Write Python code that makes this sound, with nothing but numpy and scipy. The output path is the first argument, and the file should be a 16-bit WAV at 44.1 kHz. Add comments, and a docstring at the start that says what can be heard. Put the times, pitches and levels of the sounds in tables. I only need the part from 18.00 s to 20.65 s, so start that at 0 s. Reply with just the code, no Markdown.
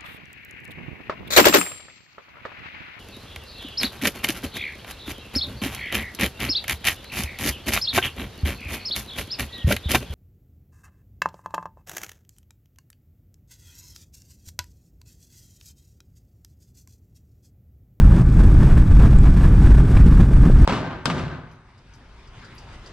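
"""Turbulent air behind a windshield buffets a microphone on the chest of a motorcycle rider on a highway.
The wind is shaped noise: deep buffets, flapping, and a rush and hiss that swell in gusts; slaps are pulses.
Under it the V-twin, at a nearly steady speed, adds a drone of exhaust tones, repeating clatter and a whine.
Steady noise makes the tyres, and short bursts make small ticks near the camera.
The camera's limiter holds down the biggest peaks; the sound is mono."""
import sys
import numpy as np
from scipy.fft import rfft, irfft, next_fast_len
from scipy.io import wavfile
from scipy.ndimage import uniform_filter1d, minimum_filter1d, map_coordinates

SR = 44100
rng = np.random.default_rng(int(sys.argv[2]) if len(sys.argv) > 2 else 0)


def inscribe(sig):
    """Save sig as 16-bit PCM at rate SR to the path in sys.argv[1].

    A 1-D sig is mono; a 2-D sig holds one channel per row.
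    Samples are clipped to [-1, 1] before scaling.
    """
    pcm = np.round(np.clip(np.atleast_2d(sig).T, -1, 1) * 32767)
    wavfile.write(sys.argv[1], SR, pcm.astype(np.int16))


N = 116865  # length in samples


def amp(db):
    """Turn decibels into a gain."""
    return 10 ** (np.asarray(db) / 20)


def unit(x):
    """Scale x to an rms level of 1."""
    return x / np.sqrt(np.mean(x ** 2) + 1e-20)


def along(points, hz):
    """Read a table of (Hz, value) points at any frequency, on a log frequency axis."""
    f, v = np.transpose(points)
    return np.interp(np.log(hz + 1), np.log(f + 1), v)


def curve(rows):
    """Join (seconds, value) rows with straight lines, giving one value per sample."""
    return np.interp(np.arange(N) / SR, *np.transpose(rows))


def wobble(rate):
    """Draw a smooth random curve through `rate` random points a second."""
    points = rng.standard_normal(N // 20)
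    return map_coordinates(points, [np.arange(N) * rate / SR], mode="wrap")


def filtered(x, response):
    """Multiply the spectrum of x by a gain that depends on frequency."""
    m = next_fast_len(N + SR // 2)  # spare room so the end does not wrap onto the start
    hz = np.fft.rfftfreq(m, 1 / SR)
    return irfft(rfft(x, m) * response(hz), m)[:N]


def coloured(x, spectrum):
    """Shape x with a spectrum table, then scale it to rms 1."""
    return unit(filtered(x, lambda hz: amp(along(spectrum, hz))))


def noise(spectrum):
    """Make random noise of rms 1 with the given spectrum."""
    return coloured(rng.standard_normal(N), spectrum)


# Colour of the tyre noise. Each row: frequency in Hz, relative level in dB per Hz.
TYRES = [(100, -4), (400, -2), (1000, -4.5), (1700, -18.5), (3000, -34), (8000, -25), (16000, -50)]
TYRES_DB = -47.5


def tyres():
    """Tyres on the road make a steady noise, strongest at low frequencies."""
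    return amp(TYRES_DB) * noise(TYRES)


# Small sharp ticks and a rattle near the camera.
# Each row: start in seconds, starting level in dB, centre in Hz, time to fall by 60 dB in seconds.
TICKS = [(1.188, -41, 7660, 0.0075), (1.634, -43, 7540, 0.014), (1.972, -30.5, 2230, 0.035),
         (2.186, -37, 2140, .04), (2.587, -41, 5400, 0.013)]
TICK_WIDTH = 0.098  # spread of the band, in octaves


def ticks():
    """A small tick is a burst of noise in a narrow band that starts at once and dies fast."""
    out = np.zeros(N)
    for start, db, centre, t60 in TICKS:
        t = np.arange(N) / SR - start

        def band_gain(hz):
            octaves_away = np.log2((hz + 1) / centre)
            return np.exp(-.5 * (octaves_away / TICK_WIDTH) ** 2)

        band = unit(filtered(rng.standard_normal(N), band_gain))
        out += (t >= 0) * amp(db - 60 * np.abs(t) / t60) * band
    return out


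# Tones of the exhaust. Each row: multiple of the engine's cycle rate, relative level in dB.
EXHAUST = [(2, 0.5), (3, -3.5), (4, -13.5), (5, -1), (6, -9), (7, -8), (8, -16.5), (10, -17), (11, -17.5),
           (12, -23.5), (13, -30), (14, -29), (16, -28.5)]
EXHAUST_DB, EXHAUST_WAVER_DB = -17.5, 1.5
EXHAUST_SMEAR = 0.82  # radians by which the pipes scatter the tones of each pulse


def exhaust(cycle):
    """Exhaust pulses repeat with the engine cycle, so they add up to tones at multiples of its rate."""
    drone = np.zeros(N)
    for multiple, db in EXHAUST:
        level = amp(db + EXHAUST_WAVER_DB * wobble(6))
        phase = EXHAUST_SMEAR * rng.standard_normal()
        drone += level * np.cos(2 * np.pi * multiple * cycle + phase)
    return amp(EXHAUST_DB) * unit(drone)


# Colour of the engine's clatter. Each row: frequency in Hz, relative level in dB per Hz.
CLATTER = [(200, -30), (450, -3.5), (800, -7.5), (1200, -1), (1700, -8), (2000, -12.5), (2400, -13),
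           (3200, -49), (8000, -56)]
CLATTER_DB = -45.5
CLATTER_PULSING = 0.54  # depth of the swelling, as a share of the average strength


def clatter(cycle):
    """Moving parts knock in the same random pattern every cycle, swelling twice in each."""
    pattern = rng.standard_normal(1024)
    knocks = map_coordinates(pattern, [cycle % 1 * len(pattern)], mode="wrap")
    swelling = 1 + CLATTER_PULSING * np.cos(4 * np.pi * cycle)
    return amp(CLATTER_DB) * coloured(knocks * swelling, CLATTER)


# Whine of the engine and drive. Each row: frequency in Hz at the average speed, relative level in dB.
WHINE = [(823, -51), (1182, -51), (1515, -49.5), (1568, -60), (1646, -59), (1721, -55.5), (2390, -59.5)]
WHINE_DB, WHINE_WAVER_DB = -2.5, 0.5


def whine(cycle, mean_speed):
    """Turning gears sing at pitches that follow the engine speed and waver a little."""
    out = np.zeros(N)
    for hz, db in WHINE:
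        level = amp(db + WHINE_WAVER_DB * wobble(6.77))
        phase = 0.79 * wobble(10) + 2 * np.pi * rng.random()
        out += level * np.sin(2 * np.pi * hz * cycle / mean_speed + phase)
    return amp(WHINE_DB) * out


# Engine speed. Each row: time in seconds, four-stroke cycles per second.
SPEED = [(0, 25.3), (.9, 25.75), (1.8, 25.75), (2.65, 26.5)]


def engine():
    """One running count of engine cycles drives exhaust, clatter and whine together."""
    speed = curve(SPEED)
    cycle = np.cumsum(speed) / SR
    return exhaust(cycle) + clatter(cycle) + whine(cycle, speed.mean())


# Single hard slaps of air. Each row: centre time in seconds, peak level in dB, centre frequency in Hz.
SLAPS = [(2.058, -12, 180), (2.5, -12, 363)]


def slaps():
    """A slap of air is one short push of pressure between two shallower troughs."""
    t = np.arange(N) / SR
    out = np.zeros(N)
    for s, db, hz in SLAPS:
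        u = (np.pi * hz * (t - s)) ** 2
        out += amp(db) * (1 - 2 * u) * np.exp(-u)
    return out


# Strength of the airflow at the microphone; only the ups and downs around its average count.
# Each row: time in seconds, level in dB.
GUST = [(0.02, -42), (0.08, -43.5), (0.2, -40), (0.24, -48.5), (0.4, -40.5), (0.44, -41), (0.55, -42.5),
        (0.59, -40.5), (0.68, -39.5), (0.76, -43), (0.78, -40.3), (0.84, -45.5), (0.92, -43), (1.06, -38.5),
        (1.1, -42), (1.22, -43.1), (1.26, -39.5), (1.34, -43), (1.44, -38.5), (1.52, -44), (1.6, -40.5),
        (1.66, -39.5), (1.74, -40.5), (1.8, -39.6), (1.82, -44), (1.88, -43), (1.92, -41.5), (1.98, -38.5),
        (2.0, -41.5), (2.15, -42.5), (2.19, -40.2), (2.24, -41.5), (2.28, -45.5), (2.34, -41.5), (2.4, -44),
        (2.46, -39.5), (2.54, -45), (2.62, -41)]
# Level of the deep buffeting. Each row: time in seconds, level in dB.
BUFFET_LEVEL = [(0.02, -11), (0.04, -11.5), (0.18, -9.5), (0.3, -19.5), (0.38, -10.0), (0.72, -12),
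                (0.76, -12), (0.86, -15.5), (0.92, -6), (1.04, -12.5), (1.38, -12), (1.52, -9.5),
                (1.58, -12.5), (1.7, -5), (1.78, -13), (1.82, -9), (1.88, -16.5), (2.0, -7.5), (2.12, -13),
                (2.2, -7), (2.28, -12.5), (2.36, -10), (2.6, -12.5), (2.62, -8)]
# Level of the higher, flapping part. Each row: time in seconds, level in dB.
FLAP_LEVEL = [(0.02, -25), (0.12, -18.5), (0.2, -14.5), (0.24, -29), (0.44, -15), (0.5, -23), (0.6, -16.5),
              (0.84, -23), (1.06, -17.5), (1.14, -22), (1.3, -18.5), (1.34, -22.5), (1.6, -19), (1.7, -18),
              (2.02, -22), (2.06, -14.5), (2.12, -22.5), (2.2, -18), (2.28, -25), (2.32, -17),
              (2.36, -24.5), (2.48, -13), (2.54, -29.5), (2.62, -16.5)]
# Colours of the four parts of the wind. Each row: frequency in Hz, relative level in dB per Hz.
BUFFET = [(4, -13), (12, -10.5), (22, -1), (45, -0.5), (80, -8.5), (105, -11.5), (150, -17), (250, -38),
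          (500, -51.5), (2000, -100)]
FLAP = [(40, -28), (100, -4.5), (150, 1.5), (200, -1), (270, -7.5), (350, -12.5), (500, -25.5), (900, -43),
        (2000, -88)]
RUSH = [(100, -26), (300, 7), (550, 0), (900, 0), (1300, -2.5), (1700, -2.5), (2000, -10.5), (2400, -13),
        (3000, -17), (5000, -40), (10000, -60)]
HISS = [(1000, -2), (2500, 5.5), (3050, -2), (3400, 5), (4000, 0.5), (5500, -0.5), (7100, -5), (8100, -0.5),
        (8700, -5.5), (10300, -7), (13000, -15), (15700, -20)]
BUFFET_DB, FLAP_DB, RUSH_DB, HISS_DB = 0.9, -1.16, -37, -49.5
RUSH_GROWS, HISS_GROWS = 1.64, 1.24  # dB per dB of gust
EDDY_PER_S = 90  # random points a second in the fast flutter of the airflow
FLAP_FLUTTER_DB, RUSH_FLUTTER_DB, HISS_FLUTTER_DB = 2, 1.95, 0.73 * 1.95


def wind():
    """Turbulent air pushes deep and slow, flaps above that, and rushes and hisses with gusts and eddies."""
    gust_db = curve(GUST)
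    gust_db = gust_db - gust_db.mean()
    eddies = wobble(EDDY_PER_S)  # shared by flap, rush and hiss

    buffet_db = BUFFET_DB + curve(BUFFET_LEVEL)
    flap_db = FLAP_DB + curve(FLAP_LEVEL) + FLAP_FLUTTER_DB * eddies
    # rush and hiss each have a still faster flutter of their own
    rush_db = RUSH_DB + RUSH_GROWS * gust_db + RUSH_FLUTTER_DB * eddies + 2.3 * wobble(200)
    hiss_db = HISS_DB + HISS_GROWS * gust_db + HISS_FLUTTER_DB * eddies + 1.2 * wobble(250)

    buffet = amp(buffet_db) * noise(BUFFET)
    flap = amp(flap_db) * noise(FLAP)
    rush = amp(rush_db) * noise(RUSH)
    hiss = amp(hiss_db) * noise(HISS)
    return buffet + flap + rush + hiss


def scene():
    """Add up all the sources, the same in both channels."""
    mono = tyres() + ticks() + engine() + slaps() + wind()
    return np.array([mono, mono])


DRIVE_DB, CEILING = 0.7, 0.83  # gain into the limiter; peak size above which it acts
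LOOK_AHEAD_S, HOLD_S = 0.0035, 0.0021
TOP_HZ = 15720  # nothing is kept from here up


def record(dry):
    """The camera's limiter turns down just before each big peak; then the highest treble is cut off."""
    x = amp(DRIVE_DB) * dry
    ahead = max(int(LOOK_AHEAD_S * SR), 2)
    hold = max(int(HOLD_S * SR), 1)
    needed = CEILING / np.maximum(np.abs(x).max(axis=0), CEILING)
    lowest = minimum_filter1d(needed, ahead + hold)
    # two averages in a row round off the gain changes
    gain = uniform_filter1d(uniform_filter1d(lowest, ahead), ahead)
    return np.array([filtered(side * gain, lambda hz: hz < TOP_HZ) for side in x])


dry = scene()
out = record(dry)
inscribe(out)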